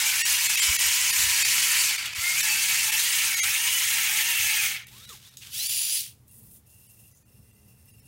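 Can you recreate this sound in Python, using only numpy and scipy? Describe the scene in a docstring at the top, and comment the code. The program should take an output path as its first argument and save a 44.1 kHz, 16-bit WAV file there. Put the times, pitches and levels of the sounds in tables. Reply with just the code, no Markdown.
"""A small six-legged robot walks over carpet in a quiet room that hums and hisses faintly throughout. First two
loose gear trains drive the resonances of its plastic frame: the whirr carries brief thin tones and changes
colour as the robot turns, while the feet thud softly. Now and then the sound dips for an instant while a few
narrow bands ring on. Near 5 s the walking ends, joints tick and scuff, and servos nudge the head, then lift it
with a whine that rises and falls. From about 6 s tiny, fast servos buzz and set the gripper's jaws and wrist
ringing."""
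import sys
import numpy as np
from scipy import signal
from scipy.fft import rfft, irfft, next_fast_len
from scipy.io import wavfile

SR = 44100
rng = np.random.default_rng(int(sys.argv[2]) if len(sys.argv) > 2 else 0)


def put_to_file(sound):
    """Save the sound as 16-bit audio at rate SR, in the file named by the first command-line argument."""
    columns = np.atleast_2d(sound).T  # one column per channel
    safe = np.clip(columns, -1, 1)
    whole_steps = np.round(safe * 32767)
    wavfile.write(sys.argv[1], SR, whole_steps.astype(np.int16))


N = 355887
TIME = np.arange(N) / SR

# Speed of the leg gears, sagging as a leg takes the weight. Each row: time in seconds, mesh rate in Hz.
MESH_RATE = [(0, 741.8), (.15, 816), (.23, 934.6), (.45, 948), (.565, 843.5), (.6, 1058), (.72, 990),
             (.9, 971.4), (1.1, 1007), (1.33, 960.5), (1.43, 830.3), (1.53, 992.6), (1.8, 980),
             (2.12, 630.4), (2.26, 708), (2.34, 714.5), (2.41, 830.5), (2.45, 909), (2.52, 864.5),
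             (2.62, 893.6), (2.74, 943.5), (2.89, 870), (2.98, 880.7), (3.13, 1031), (3.26, 903),
             (3.34, 743.7), (3.385, 714.5), (3.44, 716.6), (3.5, 899.4), (3.8, 1005), (4.08, 821.4),
             (4.3, 933.6), (4.62, 831), (4.85, 721)]


def undb(db):
    """Decibels to amplitude ratio."""
    return 10 ** (np.asarray(db) / 20)


def unit(x):
    """Normalisation to an rms of 1."""
    return x / np.sqrt(np.mean(x ** 2))


def wander(rate):
    """Bounded random fluctuation with a spread near 1, through `rate` new values a second."""
    knots = np.sqrt(3) * rng.uniform(-1, 1, 16384)
    return 1.2 * np.interp(TIME * rate, np.arange(len(knots)), knots)


def pulse(centre, half_width, axis=TIME):
    """A Gaussian swell that falls to 1/e at half_width from its centre."""
    return np.exp(-np.minimum(((axis - centre) / half_width) ** 2, 50))


def band(hz, width_hz):
    """Narrow-band noise: random modulation of a sine and a cosine whose frequency may move."""
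    phase = 2 * np.pi * np.cumsum(hz) / SR
    return unit(wander(width_hz) * np.sin(phase) + wander(width_hz) * np.cos(phase))


def colour(x, points, modes=()):
    """Source and filter: a broad response (Hz, dB) with resonances (Hz, width in Hz, dB) shapes x."""
    size = next_fast_len(N)
    f = np.fft.rfftfreq(size, 1 / SR) + 1
    hz, db = np.transpose(points)
    bass_loss_db = 40 * np.log10(np.maximum(hz[0] / f, 1))
    gain_db = np.interp(np.log(f), np.log(hz), db) - bass_loss_db
    for centre, width, peak_db in modes:
        gain_db += peak_db / (1 + (2 * (f - centre) / width) ** 2)
    return unit(irfft(rfft(x, size) * undb(gain_db), size)[:N])


def motion(rows, attack_s):
    """Envelopes add in power; each move swells, holds, then fades ever faster (20 dB in its release).
    Gives the gain, then for the loudest move: time since start, time since stop, columns from level on."""
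    table = np.transpose(rows)
    start, stop, release_s, db = table[:4, :, None]
    age, stopped = np.maximum(TIME - start, 0), np.maximum(TIME - stop, 0)
    fade_db = 20 * np.minimum((stopped / release_s) ** 1.4, 10)
    gains = undb(db - fade_db) * (1 - np.exp(-age / attack_s)) ** 2
    move, now = gains.argmax(axis=0), np.arange(N)
    return (np.linalg.norm(gains, axis=0) + 1e-9, age[move, now], stopped[move, now], *table[3:, move])


def turns(hz, wobble, rate):
    """Phase is the integral of frequency: cycles done by a shaft whose speed trembles under load."""
    return np.cumsum(hz * (1 + wobble * wander(rate))) / SR


def teeth(cycles, scatter_db, scrape, slide):
    """Impact and friction: each tooth knocks with its own force, then scrapes along its neighbour."""
    tooth = cycles.astype(int)
    force = undb(scatter_db * np.clip(rng.standard_normal(N), -2, 2))[tooth]
    knocks = np.diff(tooth, prepend=0) * force
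    sliding = force * np.exp(-(cycles % 1) / slide) * rng.standard_normal(N)
    return unit(unit(knocks - knocks.mean()) + scrape * unit(sliding))


def flicker(x, depth_db, rate, count):
    """Independent amplitude modulation of each band: different parts rattle in turn."""
    size = next_fast_len(N)
    spectrum = rfft(x, size)
    place = np.sqrt(np.fft.rfftfreq(size) * 2) * count
    bands = (irfft(spectrum * np.maximum(1 - np.abs(place - k), 0), size)[:N] for k in range(count + 1))
    return unit(sum(part * undb(depth_db * wander(rate)) for part in bands))


def whine(cycles, orders, flutter_db, rate):
    """Periodic meshing gives harmonics (multiple, dB), each swelling with tooth contact."""
    return unit(sum(undb(db + flutter_db * wander(rate)) * np.sin(2 * np.pi * k * cycles)
                    for k, db in orders))


def hum():
    """Low-frequency background noise of the house, in which a narrow band swells twice as a tone."""
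    # Spectrum of the hum. Each row: frequency in Hz, relative level in dB.
    spectrum = [(15, -51), (25, -24), (75, -6.5), (117, -1), (151, -12.5), (206, -10.5), (266, -21),
                (338, -22), (375, -27), (408, -22), (706, -37), (796, -32.5), (1500, -50), (1950, -75),
                (3300, -120)]
    # Low tones. Each row: peak time in seconds, level in dB, frequency in Hz, half-width in seconds.
    drones = [(2.55, -60, 172, .3), (5.25, -62, 126.6, 0.99)]
    drone = sum(undb(db) * pulse(s, span) * band(np.full(N, hz), 14) for s, db, hz, span in drones)
    return colour(rng.standard_normal(N), spectrum) * undb(-58.5 + 2 * wander(8.1)) + drone


def hiss():
    """Stationary broadband noise: a faint, even hiss."""
    return undb(-68) * colour(rng.standard_normal(N), [(500, 3), (1500, -3.5), (4000, -7), (15000, -5)])


def frame(rattle, facing):
    """Forced vibration and directivity: the shaken frame sounds different from side and front."""
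    # Broad responses from each direction. Each row: frequency in Hz, gain in dB.
    side_response = [(180, -64.5), (300, -21), (372, -40.5), (723, -24.5), (958, -15), (1190, -18.5),
                     (2270, -1.5), (3060, -3), (3610, -6.5), (4480, -8.5), (4870, -6), (7250, -6.5),
                     (8700, -8), (12300, -12.5), (15800, -14.5)]
    front_response = [(180, -80), (300, -35), (633, -28.5), (839, -16.5), (1170, -20), (1290, -13),
                      (1500, -16.5), (1800, -5), (2230, -1.5), (2720, 7.5), (3790, -8), (6450, -13),
                      (7490, -13), (15000, -15), (15800, -9.5)]
    # Resonances from each direction, and narrow, closely spaced peaks that colour the whirr throughout.
    # Each row: frequency in Hz, width in Hz, gain in dB.
    side_modes = [(990, 340, 2.5), (2240, 590, 2), (4300, 220, 3), (7100, 390, 2)]
    front_modes = [(936, 80, -7.5), (2170, 280, 5), (2725, 690, -10), (6450, 680, 7.5), (9030, 1900, 5),
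                   (13200, 550, 5)]
    narrow_peaks = [(1228, 23, 7), (1328, 25, 5), (1432, 49, 6), (1600, 35, 3), (1674, 27, 2),
                    (1786, 17, 5), (1876, 29, 2), (2006, 40, 1), (2227, 56, 2.5), (2590, 27, 2),
                    (2820, 47, 0)]
    # A metallic ring that swells near 2 s. Each row: frequency in Hz, gain in dB.
    zing_response = [(4150, -29.5), (4410, 1.5), (4520, 1), (4630, 6), (4900, -32)]
    side = colour(rattle, side_response, side_modes + narrow_peaks)
    front = colour(rattle, front_response, front_modes + narrow_peaks)
    zing = undb(-19.5) * pulse(2.02, 0.76) * colour(rattle, zing_response)
    return (1 - facing) * side + facing * front + zing


def legs():
    """Gear noise: tooth impacts in two loose trains shake the frame, and their mesh harmonics sing."""
    # Walks. Each row: start, stop and release in seconds, relative level in dB, treble in dB.
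    walks = [(-.22, 1.83, 0.32, -22, -0.1), (2.1, 4.647, 0.16, -23, 1)]
    # Gear tones. Each row: multiple of the mesh rate, left and right levels in dB, change in front in dB.
    orders = [(2, -8, -4.5, 1), (3, -2.5, -2, 4), (5, -12, -8, -8.5), (7, -12, -3, -4)]
    gain, _, _, full_db, treble_db = motion(walks, attack_s=0.074)
    hz = np.interp(TIME, *np.transpose(MESH_RATE))
    left = turns(hz, wobble=.011, rate=120)
    right = turns(hz * (.94 + .03 * wander(12)), wobble=.016, rate=150)  # slower, and drifting
    # backlash lets every tooth land early or late
    contacts = (np.maximum.accumulate(np.abs(train + .3 * wander(900))) for train in (left, right))
    rattle = sum(teeth(cycles, scatter_db=1, scrape=1.45, slide=1) for cycles in contacts)
    rattle = flicker(rattle, depth_db=2, rate=80, count=24) * undb(.5 * wander(150) + .62 * wander(29.98))
    facing = np.clip((TIME - 1.9) / 2.66, 0, 1)  # the robot turns from side-on (0) to head-on (1)
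    body = frame(rattle, facing)
    # the bright chatter of the teeth fades sooner than the frame's ring
    low = signal.sosfiltfilt(signal.butter(2, 5000, fs=SR, output="sos"), body)
    high_share = np.clip(undb(treble_db) * (gain / undb(full_db)) ** 0.42, 0, .9)
    body = undb(1.62) * unit(low) * np.sqrt(1 - high_share ** 2) + unit(body - low) * high_share
    left_orders = [(k, db + front_db * facing) for k, db, _, front_db in orders]
    right_orders = [(k, db + front_db * facing) for k, _, db, front_db in orders]
    speed_gain = (hz / 900) ** 2  # the right gears and the fundamental are weak at low speed
    tones = undb(-14.5) * whine(left, left_orders, flutter_db=3.5, rate=45)
    tones += undb(-14) * speed_gain * whine(right, right_orders, flutter_db=4, rate=45)
    tones *= undb(-0.5 * wander(17))  # the gears sing in fits
    # the rough fundamental of the mesh comes and goes with the load
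    growl = wander(110) * np.sin(2 * np.pi * left) + wander(110) * np.cos(2 * np.pi * left)
    growl *= undb(-30.75 + 3.5 * wander(22)) * speed_gain
    return (body + tones + growl) * gain * undb(-1)


def room(x, t60, wet_db):
    """Reverberation: a small carpeted room answers with a short, exponentially decaying diffuse tail."""
    age = TIME[:SR // 2]
    tail = rng.standard_normal(len(age)) * undb(-60 * age / t60) * (age > .004)
    return x + undb(wet_db) * signal.fftconvolve(x, tail / np.linalg.norm(tail))[:N]


def thin_tones():
    """Brief thin tones, harmonics of the mesh rate, stand out of the whirr, several where it dips."""
    # Tones. Each row: peak time in seconds, harmonic number, level in dB, half-width in seconds.
    swells = [(0.077, 3, -30.5, 0.07), (0.226, 3, -31, 0.053), (0.227, 2, -30.5, 0.031),
              (0.562, 3, -24, 0.0099), (.615, 7, -24.5, 0.032), (0.65, 3, -29, 0.077),
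              (1.436, 3, -25, 0.016), (2.287, 3, -24.5, 0.06), (2.39, 3, -29.5, 0.03),
              (2.548, 3, -28.5, 0.084), (2.946, 3, -27, 0.029), (3.347, 3, -27, 0.018),
              (3.401, 3, -22.5, 0.0096), (3.41, 9, -24, 0.03), (4.1, 3, -30.5, 0.037),
              (4.361, 3, -29.5, 0.044), (4.62, 3, -30, .035)]
    mesh = turns(np.interp(TIME, *np.transpose(MESH_RATE)), wobble=.007, rate=150)
    return sum(undb(db) * pulse(s, span) * np.sin(2 * np.pi * k * mesh) for s, k, db, span in swells)


def dips(x, ring_db, width_hz, count):
    """Brief dips: the level drops for an instant now and then, and only a few narrow bands of the sound ring
    on."""
    # Dips in level. Each row: centre in seconds, length in seconds, depth in dB.
    gaps = [(.237, .026, 28), (.483, .02, 11), (.566, .013, 16), (.61, .016, 13), (.779, .018, 25),
            (1.12, .015, 16), (1.44, .017, 17), (1.973, .012, 18), (2.144, .009, 18), (2.422, .015, 19),
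            (2.914, .012, 10), (3.358, .019, 12), (3.416, .028, 27), (4.856, .014, 14), (5.066, .015, 13),
            (5.302, .014, 12), (5.683, .017, 12), (6.305, .012, 11), (6.88, .014, 19), (7.14, .015, 13),
            (7.243, .018, 20), (7.522, .012, 17), (7.926, .02, 13), (8.011, .014, 16)]
    out = x.copy()
    for (s, length, db), chance in zip(gaps, rng.random((len(gaps), count))):
        near = np.abs(TIME - s) < 3 * length
        offset, sound = (TIME[near] - s) / length, x[near]
        ring_hz = 1800 * 7 ** ((np.arange(count) + chance) / count)
        f = np.fft.rfftfreq(len(sound), 1 / SR)
        passbands = np.exp(-((f - ring_hz[:, None]) / width_hz) ** 2).sum(axis=0)
        ring = unit(irfft(rfft(sound) * passbands, len(sound)) + 1e-12)
        out[near] *= undb(-db * np.exp(-(2 * offset) ** 4))
        out[near] += undb(ring_db) * np.std(sound) * np.exp(-(1.5 * offset) ** 2) * ring
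    return out


def steps():
    """Cushioned impact: feet landing on carpet excite only the low vibrations of the floor."""
    # Footfalls. Each row: peak time in seconds, relative level in dB, pitch in Hz, half-width in seconds.
    falls = [(0.316, -55, 75, 0.057), (0.701, -36.5, 65, 0.015), (0.877, -54, 75, 0.052),
             (1.196, -43, 66.95, 0.013), (1.267, -45, 76.4, 0.047), (2.189, -46, 87, 0.013),
             (3.469, -54, 80.3, 0.031), (4.444, -52, 92.5, 0.048)]
    thuds = sum(undb(db + 3) * pulse(s, span) * np.sin(2 * np.pi * hz * (TIME - s))
                for s, db, hz, span in falls)
    floor_response = [(40, -1), (90, 3), (170, -6), (300, -24), (1000, -47), (3000, -85.5)]
    boards = colour(rng.standard_normal(N), floor_response)
    return thuds + undb(-4.5) * boards * sum(undb(db) * pulse(s, span) for s, db, _, span in falls)


def scuffs():
    """Friction noise: plastic joints rub for an instant as they take up their slack."""
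    # Rubs. Each row: peak time in seconds, level in dB, half-width in seconds.
    rubs = [(2.061, -28, 0.0057), (4.887, -49, 0.0084), (5.097, -47, 0.0046), (5.428, -43, 0.013),
            (5.471, -39.5, 0.0039)]
    friction = colour(rng.standard_normal(N), [(900, -29), (2800, 6), (5000, -3), (15000, -10)])
    return friction * sum(undb(db) * pulse(s, span) for s, db, span in rubs)


def ticks():
    """Impulsive excitation: slack in a joint snaps over with a bright click that rings the case."""
    # Joint ticks. Each row: start in seconds, relative level in dB, case ring against the click in dB.
    snaps = [(4.869, -38, -8), (5.092, -47, 11), (5.371, -44, 10), (6.281, -44, -19), (7.8567, -47.5, -23)]
    # Resonances of the case. Each row: frequency in Hz, width in Hz, gain in dB.
    case_modes = [(2400, 460, 3), (3780, 380, 13), (4750, 400, 4), (6530, 620, 8)]
    out = 0
    for s, db, ring_db in snaps:
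        age = np.maximum(TIME - s, 0)
        snap = (age > 0) * np.exp(-age / 0.0021) * rng.standard_normal(N)
        crack = colour(snap, [(2000, -15), (5000, -15), (15000, 9)])
        case = colour(snap, [(800, -20), (2500, 1), (8000, 4), (15000, -3)], case_modes)
        out += undb(db) * np.std(snap) * (crack + undb(ring_db) * case)
    return out


def speed(age, stopped, kick, spin_up_s, coast_s):
    """Inertia: a motor jumps to the share `kick` of top speed, eases up to 1 and runs down evenly."""
    rise = kick + (1 - kick) * np.sin(np.pi / 2 * np.minimum(age / spin_up_s, 1))
    return rise * np.maximum(1 - stopped / coast_s, .1)


def nudge_whine(rotor, hz):
    """Resonance: a lightly loaded servo's whine flares as its top harmonic meets a mode of the case."""
    # Gear tones. Each row: multiple of the rotor rate, relative level in dB.
    orders = [(11, -15), (16, -14), (19, -11), (22, 6)]
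    flare_db = 5 * pulse(3950, 220, axis=orders[-1][0] * hz)
    return whine(rotor, orders, flutter_db=4, rate=160) * undb(flare_db + 1)


def lift_whine(rotor, hz, top_hz, age, coasting, lifting):
    """Beating: two servos lift the head, one a little slower; coasting, one rough overtone winds down."""
    # Tones of three armature poles and an eight-tooth pinion.
    # Each row: multiple of the rotor rate, relative level in dB.
    full_speed_orders = [(3, -23.5), (6, -22), (8, -10), (11, -6), (16, 7), (20, -1), (24, 6)]
    slowness = np.maximum(1 - hz / top_hz, 0)
    orders = [(k, db - 0.3 * k * slowness) for k, db in full_speed_orders]  # dull at low speed
    pair = whine(rotor, orders, flutter_db=5.5, rate=260)
    pair += .5 * whine(.978 * rotor, orders, flutter_db=3, rate=90)
    pair /= np.std(pair[lifting])
    seating = 1 - np.exp(-(age / 0.035) ** 2)  # the teeth take a moment to seat under load
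    strain_db = 4 * pulse(0.12, 0.044, age)  # they press hardest while speeding up
    return (1 - coasting) * undb(strain_db) * seating * pair + coasting * band(16 * hz, width_hz=480)


def neck():
    """Pitch follows shaft speed: servos spin up and run down, nudging the head and then lifting it."""
    # Moves. Each row: start, stop and release in seconds, level in dB, top rotor rate in Hz,
    # relative tone level in dB, braking boost in dB, load from 0 to 1, relative pinion hum in dB.
    moves = [(4.884, 5.09, 0.16, -49.5, 184, -6.5, 8, 0.06, -13.5),
             (5.194, 5.277, 0.18, -51.5, 238.1, -3, -1.5, 0, -32),
             (5.402, 5.521, .1, -48, 199.4, -29, 0, 0, -35),
             (5.485, 5.96, 0.13, -28, 296, -8, 1, 0.96, -30)]
    # Response of the servo case, running light and lifting. Each row: frequency in Hz, gain in dB.
    light_case = [(240, -46), (400, -16), (489, -24), (588, -17), (1370, -6), (1700, -4.5), (3000, -1),
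                  (3500, 0), (5220, -1), (15800, -6.5)]
    loaded_case = [(240, -54), (400, -40), (512, -40), (877, -39), (1330, -33.5), (2740, -12),
                   (3720, -11.5), (4690, -6.5), (8030, -9), (9960, -6), (10800, -13), (12200, -8),
                   (15800, -8)]
    # Case resonances under load. Each row: frequency in Hz, width in Hz, gain in dB.
    loaded_modes = [(2920, 1500, 6), (9930, 700, 3)]
    # Hum of an unloaded servo. Each row: multiple of the rotor rate, relative level in dB.
    pinion_orders = [(3, -7.5), (8, 1)]
    loads = np.array(moves)[:, -2:-1]
    attack_s = (1 - loads) * .012 + loads * .055
    gain, age, stopped, _, top_hz, tone_db, brake_db, load, pinion_db = motion(moves, attack_s)
    coast_s = (1 - load) * .125 + load * .33
    coasting = np.minimum(stopped / .015, 1)
    hz = top_hz * speed(age, stopped, kick=.45, spin_up_s=.235, coast_s=coast_s) * (1 + .007 * wander(20))
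    hz *= 1 + .055 * pulse(5.95, 0.042)  # the load eases as the head nears the top
    rotor = turns(hz, wobble=.012, rate=400)
    rattle = teeth(np.abs(3 * rotor + .12 * wander(700)), scatter_db=1.5, scrape=3.1, slide=0.95)
    rattle = flicker(rattle, depth_db=1.1, rate=65, count=16) * undb(wander(130))
    loose = turns(hz, wobble=.013, rate=700)  # unloaded teeth chatter and roughen the pinion's hum
    speed_gain = (hz / top_hz) ** 2
    nudge = nudge_whine(rotor, hz) * speed_gain
    pinion = whine(loose, pinion_orders, flutter_db=3, rate=120)
    pinion *= undb(pinion_db + 7 * coasting) * pulse(0, 0.052, stopped)  # flares on braking, then dies
    lift = lift_whine(rotor, hz, top_hz, age, coasting, lifting=(load > .5) & (stopped == 0))
    tone_gain = undb(tone_db) * pulse(0, .085, stopped)
    brush_sizzle = undb(-5.5 + 2.3 * wander(30)) * band(10000 * (1 + .012 * wander(13)), width_hz=410)
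    light = colour(rattle, light_case, [(3700, 600, 4.1)]) + tone_gain * nudge + pinion
    loaded = colour(rattle, loaded_case, loaded_modes) + tone_gain * lift + brush_sizzle * speed_gain
    braking = undb(brake_db * pulse(0.068, 0.1, stopped) * (stopped > 0))  # backlash rattles
    return ((1 - load) * light + load * loaded) * gain * braking


def gripper():
    """Forced vibration: tiny servos hiss, sing and shake jaws and wrist; between moves they idle faintly."""
    # Moves. Each row: start, stop and release in seconds, level in dB, rotor rate in Hz,
    # then relative levels of the tones, jaw ring and wrist ring in dB.
    moves = [(6.262, 6.52, 0.055, -53.5, 220.6, -20, -26.5, -26),
             (6.52, 6.57, .035, -48.5, 221.3, -23, -30, -22),
             (6.65, 7.08, 0.07, -58, 218.6, -19, -11, -18.5), (7.05, 7.18, .08, -64.5, 222.3, -20, -19, -5),
             (7.26, 7.82, 0.085, -65.5, 224.3, -7, -7, -19), (7.83, 8.1, .1, -63, 222.5, -7, -6.5, -25)]
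    # Gear tones. Each row: multiple of the rotor rate, relative level in dB.
    orders = [(8, -11), (9, -3), (11, -10), (12, -6), (21, -7), (24, -1.5), (27, -7), (36, -6), (39, -0.5),
              (45, -2)]
    # Responses of the plastic parts. Each row: frequency in Hz, gain in dB.
    case_response = [(1940, -51), (3300, -16.5), (4700, -19), (4920, -13), (5360, -21), (5720, -21),
                     (7500, -9), (9400, -0.5), (15800, -4)]
    jaw_response = [(2300, -22), (2620, -3.5), (2780, 6.5), (2900, -15), (3200, -23), (5100, -21),
                    (5360, -3.5), (5600, -20.5), (8300, -28), (8750, -10), (9300, -15.5)]
    wrist_response = [(4500, -33.5), (6150, -2), (6900, -2), (8200, -23)]
    gain, _, _, _, hz, tone_db, jaw_db, wrist_db = motion(moves, attack_s=0.016)
    rotor = turns(hz * (1 + .003 * wander(4.9)), wobble=0.01, rate=810)
    rattle = teeth(3 * rotor, scatter_db=1, scrape=4, slide=0.56)
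    rattle = flicker(rattle, depth_db=1.6, rate=70, count=16)
    jaws = undb(jaw_db + 2.5 * wander(55)) * colour(rattle, jaw_response)
    wrist = undb(wrist_db) * colour(rattle, wrist_response)
    tones = undb(tone_db) * whine(rotor, orders, flutter_db=5, rate=90)
    buzz = colour(rattle, case_response) + jaws + wrist + tones
    idle = undb(-75.5)
    return buzz * np.hypot(gain, idle) * undb(1.5 * wander(70))  # the drive comes in uneven spurts


def scene():
    """Superposition of the robot and its room, the same in both channels."""
    robot = room(legs() + neck() + gripper() + scuffs(), t60=0.14, wet_db=-11)
    whirr = dips(robot + hiss(), ring_db=-5.5, width_hz=12, count=12)
    clicks = room(ticks(), t60=0.37, wet_db=0)
    return np.tile(whirr + clicks + thin_tones() + steps() + hum(), (2, 1))


def record(dry):
    """Soft saturation rounds the highest peaks, and a steep low-pass filter cuts the top."""
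    top_hz = 15800
    rounded = .5 * np.tanh(dry / .5)
    return signal.sosfilt(signal.ellip(12, .1, 80, top_hz, fs=SR, output="sos"), rounded)


dry = scene()
out = record(dry)
put_to_file(out)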